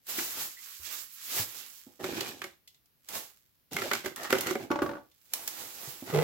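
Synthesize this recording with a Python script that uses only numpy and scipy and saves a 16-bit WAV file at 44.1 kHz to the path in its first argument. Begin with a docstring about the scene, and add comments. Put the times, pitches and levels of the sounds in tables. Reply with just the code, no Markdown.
"""Rummaging in a wooden drawer

Close to a phone, thin plastic bags swish and crinkle and a hand brushes the drawer edge. Carded
trinkets knock and scrape on the drawer bottom, with snaps, dull thuds, squeaks and faint clicks.
A tossed packet lands and rattles to rest. Last, a big hollow toy is dragged over the wood;
stick-slip makes its shell boom. A furnished bedroom adds a short reverberation."""
import sys
import numpy as np
from scipy import signal
from scipy.fft import rfft, irfft
from scipy.io import wavfile

SR = 44100
rng = np.random.default_rng(int(sys.argv[2]) if len(sys.argv) > 2 else 0)


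def master_out(mix):
    """Clip the mix to full scale and print it as 16-bit PCM to the path in sys.argv[1]."""
    frames = np.transpose(np.atleast_2d(mix))
    ceiling = np.clip(frames, -1, 1)
    pcm = np.round(ceiling * 32767).astype(np.int16)
    wavfile.write(sys.argv[1], SR, pcm)


N = 274743

# swishes of thin bags and of a hand brushing the drawer edge (near 3.1 s):
# crest t/s, level/dB, rise/s, fall/s, crush re hiss/dB, right re left/dB
SWISH_STROKES = [(0.099, -32.5, 0.023, 0.33, -12, 1.5), (0.192, -32, 0.054, 0.2, -7, -1),
                 (0.402, -32.5, 0.14, 0.11, -8.5, 0), (0.69, -45.5, 0.29, 0.34, -22.5, 3),
                 (0.865, -40, 0.055, 0.23, -17.5, 7.5), (0.953, -39, 0.11, 0.12, -14, 5),
                 (1.32, -37, 0.17, 0.17, -19.5, 2.5), (1.386, -28, 0.094, 0.071, -5.5, 0),
                 (1.56, -42, 0.27, 0.29, -14, 4.5), (3.098, -47, 0.008, 0.18, -0.5, 4),
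                 (3.158, -36.5, 0.054, 0.1, -1, 1.5), (5.357, -46, 0.041, 0.48, -0.5, 1.5),
                 (5.612, -42.5, 0.25, 0.18, -2.5, 2.5), (5.849, -43.5, 0.32, 0.35, -4, 2),
                 (6.19, -45, 0.16, 0.4, -12, -5)]
# film hiss spectrum, with the phone's dip near 9 kHz: f/Hz, level/dB
FILM_EQ = [(650, -34.5), (1100, -4.5), (1900, -2), (7860, 0.5), (8870, -8), (11600, 2), (16000, 1)]
# squeezed bag spectrum: f/Hz, level/dB
CRUSH_EQ = [(30, -10.5), (160, -8), (350, -1), (470, -3), (850, -2.5), (1600, -7.5), (4000, -10)]
# stiff creases snapping over: t/s, level/dB
CREASE_SNAPS = [(0.067, -47), (2.857, -66), (3.087, -39), (3.731, -37.5), (4.16, -38), (4.232, -39.5),
                (4.408, -28.5), (5.3352, -25), (5.476, -28.5)]
# crease spectrum: f/Hz, level/dB
CREASE_EQ = [(150, -34.5), (500, -7), (3000, 0.5), (5500, 4), (9000, 1.5), (13000, 3)]
# dull thuds of hands on the drawer and of the packet landing: t/s, level/dB, f/Hz
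THUDS = [(0.183, -36.5, 325), (0.793, -60.5, 73.6), (1.392, -45, 104), (1.867, -49.5, 270),
         (2.004, -46.5, 400), (2.088, -36.5, 385), (2.131, -40.5, 290), (2.178, -35, 330),
         (3.745, -40, 179), (4.485, -36, 355), (4.637, -42, 280), (4.706, -25, 320), (4.82, -24.5, 325),
         (5.873, -47, 138), (6.023, -39, 268)]
# rubbed wood spectrum: f/Hz, level/dB
WOOD_EQ = [(30, -23), (110, -9.5), (220, -8), (340, -1.5), (480, -9.5), (800, -11), (1800, -37.5)]
# trinket blows: t/s, clack/dB, thump/dB, tick/dB
TRINKET_KNOCKS = [(0.187, -35.5, -51, -42), (2.041, -36.5, -33, -41), (2.207, -40, -40.5, -31),
                  (2.417, -36.5, -50.5, -44.5), (2.44, -39.5, -46, -42), (3.765, -29, -39.5, -35.5),
                  (3.786, -37, -40.5, -43), (3.818, -33, -37, -39.5), (3.913, -26, -35, -37),
                  (3.933, -30, -36, -29), (3.951, -38.5, -50.5, -37), (4.059, -36.5, -36.5, -39),
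                  (4.304, -34, -51.5, -35.5), (4.326, -22, -22.5, -29), (4.351, -34.5, -38, -48),
                  (4.384, -43, -38.5, -34.5), (4.469, -36, -37, -35), (4.508, -35, -28.5, -37),
                  (4.553, -36, -29, -45)]
# carded trinket spectrum: f/Hz, level/dB
CARD_EQ = [(380, -40.5), (650, -8.5), (1100, -1.5), (1500, 2.5), (1710, -6), (2060, 5), (2330, -6),
           (3600, -15), (7920, -59)]
# wrapper crackle spectrum, with the phone's dip near 9 kHz: f/Hz, level/dB
WRAPPER_EQ = [(1650, -25), (2800, 0.5), (6820, -3.5), (7890, -4.5), (8990, -12), (13000, -4), (16000, -13)]
# drawer bottom modes: f/Hz, level/dB, T60/s
DRAWER_MODES = [(233, -6.5, 0.07), (329, 1.5, 0.042), (392.3, 6, 0.067), (564, -3.5, 0.11),
                (733, -4.5, 0.062)]
# plastic and card squeaks: crest t/s, level/dB, f/Hz, length/s
RUB_SQUEAKS = [(0.573, -48.5, 2070, .008), (0.59, -51, 2050, 0.026), (3.855, -34, 585, 0.042),
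               (4.225, -41.5, 597, 0.054)]
# pushes over the drawer bottom: start t/s, length/s, wood/dB, card/dB, wrapper/dB
PUSHES = [(1.99, 0.26, -45, -54, -54), (2.027, 0.26, -49, -46, -44), (2.323, 0.15, -57, -66, -56),
          (3.708, 0.2, -47.5, -55, -46), (3.775, 0.21, -49, -44, -43), (4.035, 0.034, -40, -44, -43.5),
          (4.158, 0.1, -51.5, -43, -47), (4.292, 0.14, -39, -39.5, -41.5), (4.455, 0.05, -38, -36, -37),
          (4.564, 0.07, -46, -54, -53.5), (6.056, 0.05, -49, -48.5, -50.5)]
# clicks of a small hard piece: t/s, level/dB
PIECE_CLICKS = [(2.675, -57), (2.744, -68), (5.114, -72.5)]
# modes of that piece: f/Hz, level/dB, T60/s
PIECE_MODES = [(2035, -8, 0.02), (3550, -1, 0.017), (4200, 1, 0.012)]
# packet landing and tumbling: t/s, blow level/dB
PACKET_LANDINGS = [(4.703, -24.5), (4.714, -16.5), (4.757, -19.5), (4.789, -22), (4.819, -18.5),
                   (4.826, -23)]
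# packet modes: f/Hz, level/dB, T60/s
PACKET_MODES = [(312, 4, 0.11), (574, 0, 0.15), (890, -2, 0.08), (1143, 3, 0.11), (1450, 3, 0.06)]
# packet crack spectrum: f/Hz, level/dB
CRACK_EQ = [(100, -12.5), (1300, 2.5), (2400, -10), (7000, -23), (16000, -64.5)]
# hollow toy resonances: f/Hz, width/Hz, level/dB
TOY_RESONANCES = [(158, 37, 0.5), (434, 70, 4.5), (806, 24, -16), (1210, 34, -12), (1970, 45, -9.5)]
# room tone and microphone hiss spectrum: f/Hz, level/dB
FLOOR_EQ = [(30, 1), (130, -1.5), (800, -15.5), (5000, -16.5), (8700, -25.5), (12000, -12)]

SWEEP_DROP_DB, SWEEP_CREST_S, SWEEP_CURVE = 18.5, 0.0082, 1.087
FLUTTER_PER_S, FLUTTER_DB, CATCH_DB = 28, 2.5, 2
PAN_DB, FLOOR_DB, TOP_HZ = 1.5, -69.5, 16000


def undb(db):
    """Decibels to gain."""
    return 10 ** (np.asarray(db) / 20)


def unit(x):
    """Scale to rms 1."""
    return x / np.sqrt(np.mean(x ** 2))


def decay(t_s, t60_s):
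    """Gain falling 60 dB per t60_s."""
    return np.exp(-np.log(1000) * t_s / t60_s)


def convolve(x, response):
    """Apply an impulse response, keeping the length."""
    return signal.fftconvolve(np.atleast_2d(x), np.atleast_2d(response), axes=-1)[:, :x.shape[-1]]


def colour(x, eq, size=2048):
    """Minimum-phase filter of unit energy, shaped by eq."""
    hz, db = np.transpose(eq)
    bins_hz = np.arange(size + 1) * SR / (2 * size)
    outline_db = np.interp(np.log(bins_hz + 1), np.log(hz), db)
    cepstrum = irfft(np.log(undb(outline_db)))
    cepstrum[1:size] *= 2
    cepstrum[size + 1:] = 0
    response = irfft(np.exp(rfft(cepstrum)))[:size]
    return convolve(x, response / np.linalg.norm(response))


def stereo_noise(samples, corr):
    """White noise pair with correlation corr."""
    noise = rng.standard_normal((3, samples))
    return np.sqrt(corr) * noise[0] + np.sqrt(1 - corr) * noise[1:]


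def grains(per_s, spread_db, corr):
    """Random tiny slips of uneven size, rms 1."""
    slips = rng.random(N) < per_s / SR
    sizes = undb(spread_db * np.clip(rng.standard_normal(N), -2, 2))
    return unit(slips * sizes * stereo_noise(N, corr))


def wander(per_s):
    """Random course with per_s turns a second."""
    return np.interp(np.arange(N) / SR * per_s, np.arange(N), rng.standard_normal(N))


def burst(t60_s, tail_db, tail_t60_s, corr, attack_s=0.0012):
    """Short crack, then its scatter between the drawer walls."""
    t = np.arange(SR // 4) / SR
    fade = decay(t, t60_s) + undb(tail_db) * decay(t, tail_t60_s)
    return stereo_noise(len(t), corr) * fade * (1 - np.exp(-t / attack_s))


def ring(modes, scatter_db, detune):
    """Damped modes; the strike point varies their weights and pitches."""
    t = np.arange(SR // 2) / SR
    hz, db, t60_s = np.transpose(modes)[:, :, None]
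    hz = hz * (1 + detune * rng.standard_normal(hz.shape))
    weights = undb(db + scatter_db * rng.standard_normal(hz.shape)) * rng.choice([-1, 1], hz.shape)
    waves = weights * np.exp(2j * np.pi * hz * t) * decay(t, t60_s)
    # higher modes reach the two microphones less in step
    mic_phases = np.exp(1j * hz.T / 1800 * rng.standard_normal((2, len(hz))))
    return (mic_phases @ waves).imag


def add(out, at_s, sound, db):
    """Mix in a sound; db is its rms over the first 10 ms."""
    start = int(at_s * SR)
    part = sound[:, :N - start]
    onset_rms = np.sqrt(np.mean(sound[:, :SR // 100] ** 2))
    out[:, start:start + part.shape[1]] += part * undb(db) / onset_rms


def sweep(crest_s, rise_s, fall_s):
    """Gain of a hand movement: speeds up, crests, dies away."""
    t = np.arange(N) / SR - crest_s
    away_s = np.hypot(t, SWEEP_CREST_S) - SWEEP_CREST_S
    flank = np.minimum(away_s / np.where(t < 0, rise_s, fall_s), 10)
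    return undb(-SWEEP_DROP_DB * flank ** SWEEP_CURVE)


def shove(start_s, length_s, attack_s=0.014, t60_s=0.22):
    """Gain of a push: quick grip, hold, run-out."""
    t = np.arange(N) / SR - start_s
    return np.clip(t / attack_s, 0, 1) * decay(np.maximum(t - length_s, 0), t60_s)


def power_sum(gains):
    """Joint gain of overlapping movements."""
    return np.sqrt(sum(gain ** 2 for gain in gains))


def catching():
    """Gain of rubbing that catches and lets go."""
    return undb(CATCH_DB * wander(FLUTTER_PER_S))


def flutter(x, octaves):
    """Shifting folds: each top octave wanders in level on its own."""
    out = 0
    for octave in range(octaves):
        lowpass = signal.butter(2, TOP_HZ / 2 ** (octave + 1), fs=SR, output="sos")
        below = signal.sosfiltfilt(lowpass, x)
        out = out + (x - below) * undb(FLUTTER_DB * wander(FLUTTER_PER_S))
        x = below
    return out + x


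def swishes(crinkle_db=-31.5):
    """Bags rub, a hand brushes the drawer edge: hiss, crinkle when slow, body at the crest."""
    film = colour(grains(per_s=SR, spread_db=1, corr=0.01), FILM_EQ)
    creases = colour(grains(per_s=310, spread_db=2, corr=0.053), FILM_EQ)
    crush = colour(grains(per_s=6200, spread_db=1.5, corr=0.49), CRUSH_EQ)
    rubs, squeezes = [], []
    for crest_s, db, rise_s, fall_s, crush_db, right_db in SWISH_STROKES:
        speed = sweep(crest_s, rise_s, fall_s)
        rubs.append(speed * undb(db + np.array([[-right_db], [right_db]]) / 2))
        squeezes.append(rubs[-1] * undb(crush_db) * speed ** 0.3)
    rub = power_sum(rubs)
    hiss = rub * np.sqrt(catching()) * flutter(film, octaves=4)
    crinkle = undb(crinkle_db) * np.sqrt(rub) * creases
    return hiss + crinkle + power_sum(squeezes) * crush


def crease_snaps():
    """Creases in stiff wrapping snap over."""
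    out = np.zeros((2, N))
    for at_s, db in CREASE_SNAPS:
        snap = burst(t60_s=0.019, tail_db=-19, tail_t60_s=0.11, corr=0.2)
        add(out, at_s, colour(snap, CREASE_EQ), db)
    return out


def dull_thuds(rise_cycles=0.98, scuff_db=-8.5):
    """A hand on the drawer or the landing packet thuds for a few cycles and scuffs the wood."""
    out = np.zeros((2, N))
    for at_s, db, hz in THUDS:
        cycles = hz * np.arange(SR // 4) / SR
        thud = np.sin(2 * np.pi * cycles) * cycles / rise_cycles * np.exp(1 - cycles / rise_cycles)
        add(out, at_s, np.tile(thud, (2, 1)), db)
        scuff = burst(t60_s=0.053, tail_db=-3.5, tail_t60_s=0.43, corr=0.96)
        add(out, at_s, colour(scuff, WOOD_EQ), db + scuff_db)
    return out


def trinket_eq(size_scatter=0.069):
    """Spectrum of one trinket; its random size shifts the pitch."""
    return np.array(CARD_EQ) * [np.exp(size_scatter * rng.standard_normal()), 1]


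def trinket_knocks(rebound_s=0.016, rebound_db=-23, board_rise_s=0.0034):
    """Each blow clacks, ticks and thumps the heavy drawer bottom; the trinket hops once."""
    out = np.zeros((2, N))
    for at_s, clack_db, thump_db, tick_db in TRINKET_KNOCKS:
        eq = trinket_eq()
        for delay_s, hop_db in ((0, 0), (rebound_s, rebound_db)):
            clack = burst(t60_s=0.021, tail_db=-17, tail_t60_s=0.1, corr=0.55)
            add(out, at_s + delay_s, colour(clack, eq), clack_db + hop_db)
        tick = burst(t60_s=0.018, tail_db=-16, tail_t60_s=0.09, corr=0.25)
        add(out, at_s, colour(tick, WRAPPER_EQ), tick_db)
        board = ring(DRAWER_MODES, scatter_db=2, detune=0.038)
        onset = 1 - np.exp(-np.arange(board.shape[1]) / SR / board_rise_s)
        add(out, at_s, board * onset, thump_db)
    return out


def squeaks(waver_hz=130, waver_per_s=600):
    """A smooth surface catches and sings briefly at an unsteady pitch."""
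    t = np.arange(N) / SR
    out = np.zeros((2, N))
    for crest_s, db, hz, length_s in RUB_SQUEAKS:
        cycles = np.cumsum(hz + waver_hz * wander(waver_per_s)) / SR
        swell = np.exp(-(2 * (t - crest_s) / length_s) ** 2)
        out += undb(db) * swell * np.sin(2 * np.pi * cycles)
    return out


def scrapes():
    """Stick-slip: the board rumbles, backing cards rasp, wrappers crackle."""
    pushes = [shove(start_s, length_s) * undb(db)[:, None] for start_s, length_s, *db in PUSHES]
    wood_gain, _, wrapper_gain = power_sum(pushes)
    wood = colour(grains(per_s=700, spread_db=2, corr=0.87), WOOD_EQ) * wood_gain
    card = sum(colour(grains(per_s=1000, spread_db=1.5, corr=0.1), trinket_eq()) * card_gain
               for _, card_gain, _ in pushes)
    wrapper = colour(grains(per_s=5000, spread_db=3.5, corr=0.05), WRAPPER_EQ) * wrapper_gain
    return (wood + card + wrapper) * catching()


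def clicks(tick_db=5):
    """A tap rings a small hard piece, with a bright tick."""
    out = np.zeros((2, N))
    for at_s, db in PIECE_CLICKS:
        tap = burst(t60_s=0.035, tail_db=-13, tail_t60_s=0.18, corr=0.3)
        add(out, at_s, convolve(tap, ring(PIECE_MODES, scatter_db=0, detune=0)), db)
        add(out, at_s, colour(tap, WRAPPER_EQ), db + tick_db)
    return out


def chatter(hops, start_s=4.861, start_db=-22.5, gap_s=0.025, gap_ratio=0.9, loss_db=2.5):
    """Uneven hops, tending faster and each weaker: t/s, blow level/dB."""
    hop = np.arange(hops)
    gaps_s = gap_s * gap_ratio ** hop * np.exp(rng.standard_normal(hops) / 10)
    return list(zip(start_s + np.cumsum(gaps_s) - gaps_s, start_db - loss_db * hop))


def tossed_packet(ring_db=-11, crack_db=-8.5, crack_growth=1.31):
    """Lands and chatters to rest; the crack grows faster than the blow, so weak hops are dull."""
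    out = np.zeros((2, N))
    for at_s, blow_db in list(PACKET_LANDINGS) + chatter(hops=7):
        crack = burst(t60_s=0.028, tail_db=-16, tail_t60_s=0.18, corr=0.4)
        add(out, at_s, ring(PACKET_MODES, scatter_db=4, detune=0.0014), blow_db + ring_db)
        add(out, at_s, colour(crack, CRACK_EQ), crack_db + crack_growth * blow_db)
    return out


def dragged_toy(slip_hz=150, jitter=0.09, grit_db=-1, level_db=-24.5):
    """Stick-slip jerks boom in the hollow shell; grit rings its higher resonances."""
    t = np.arange(SR // 2) / SR
    shell = sum(undb(db) * width_hz / hz * np.exp(-np.pi * width_hz * t) * np.sin(2 * np.pi * hz * t)
                for hz, width_hz, db in TOY_RESONANCES)
    cycles = np.cumsum(slip_hz * (1 + jitter * wander(slip_hz))) / SR
    slips = unit(np.diff(np.floor(cycles), prepend=0))
    jerks = signal.sosfilt(signal.butter(2, 2 * slip_hz, fs=SR, output="sos"), slips)
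    grit = undb(grit_db) * grains(per_s=890, spread_db=-1.5, corr=0.66)
    boom = convolve(jerks + grit, np.diff(shell))  # radiates by velocity: no deep bass
    pull = sweep(crest_s=6.182, rise_s=0.27, fall_s=0.21) * shove(start_s=6.124, length_s=1)
    return undb(level_db) * unit(boom) * pull


def bedroom_reverb(x, t60_s=0.27, predelay_s=0.006, level_db=-8):
    """Short diffuse tail of a furnished room."""
    t = np.arange(SR // 2) / SR
    tail = rng.standard_normal((2, len(t))) * decay(t, t60_s) * (t > predelay_s)
    tail = colour(tail, [(200, -9), (900, -8.5)])
    return undb(level_db) * convolve(x, tail / np.linalg.norm(tail[0]))


def scene():
    """Drawer nearer the right microphone (louder, sooner), packet beside it, reverb, noise floor."""
    left, right = (swishes() + scrapes() + trinket_knocks() + crease_snaps() + dull_thuds()
                   + clicks() + squeaks() + dragged_toy())
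    left = np.r_[np.zeros(3), left[:-3]]
    direct = np.array([left * undb(-PAN_DB), right * undb(PAN_DB)]) + tossed_packet()
    floor = undb(FLOOR_DB) * colour(stereo_noise(N, corr=0.12), FLOOR_EQ)
    return direct + bedroom_reverb(direct) + floor


def record(dry):
    """The phone thins the deepest bass and cuts the very top."""
    highpass = signal.butter(2, 48, "high", fs=SR, output="sos")
    lowpass = signal.ellip(10, 0.2, 70, TOP_HZ, fs=SR, output="sos")
    return signal.sosfilt(lowpass, signal.sosfilt(highpass, dry))


dry = scene()
out = record(dry)
master_out(out)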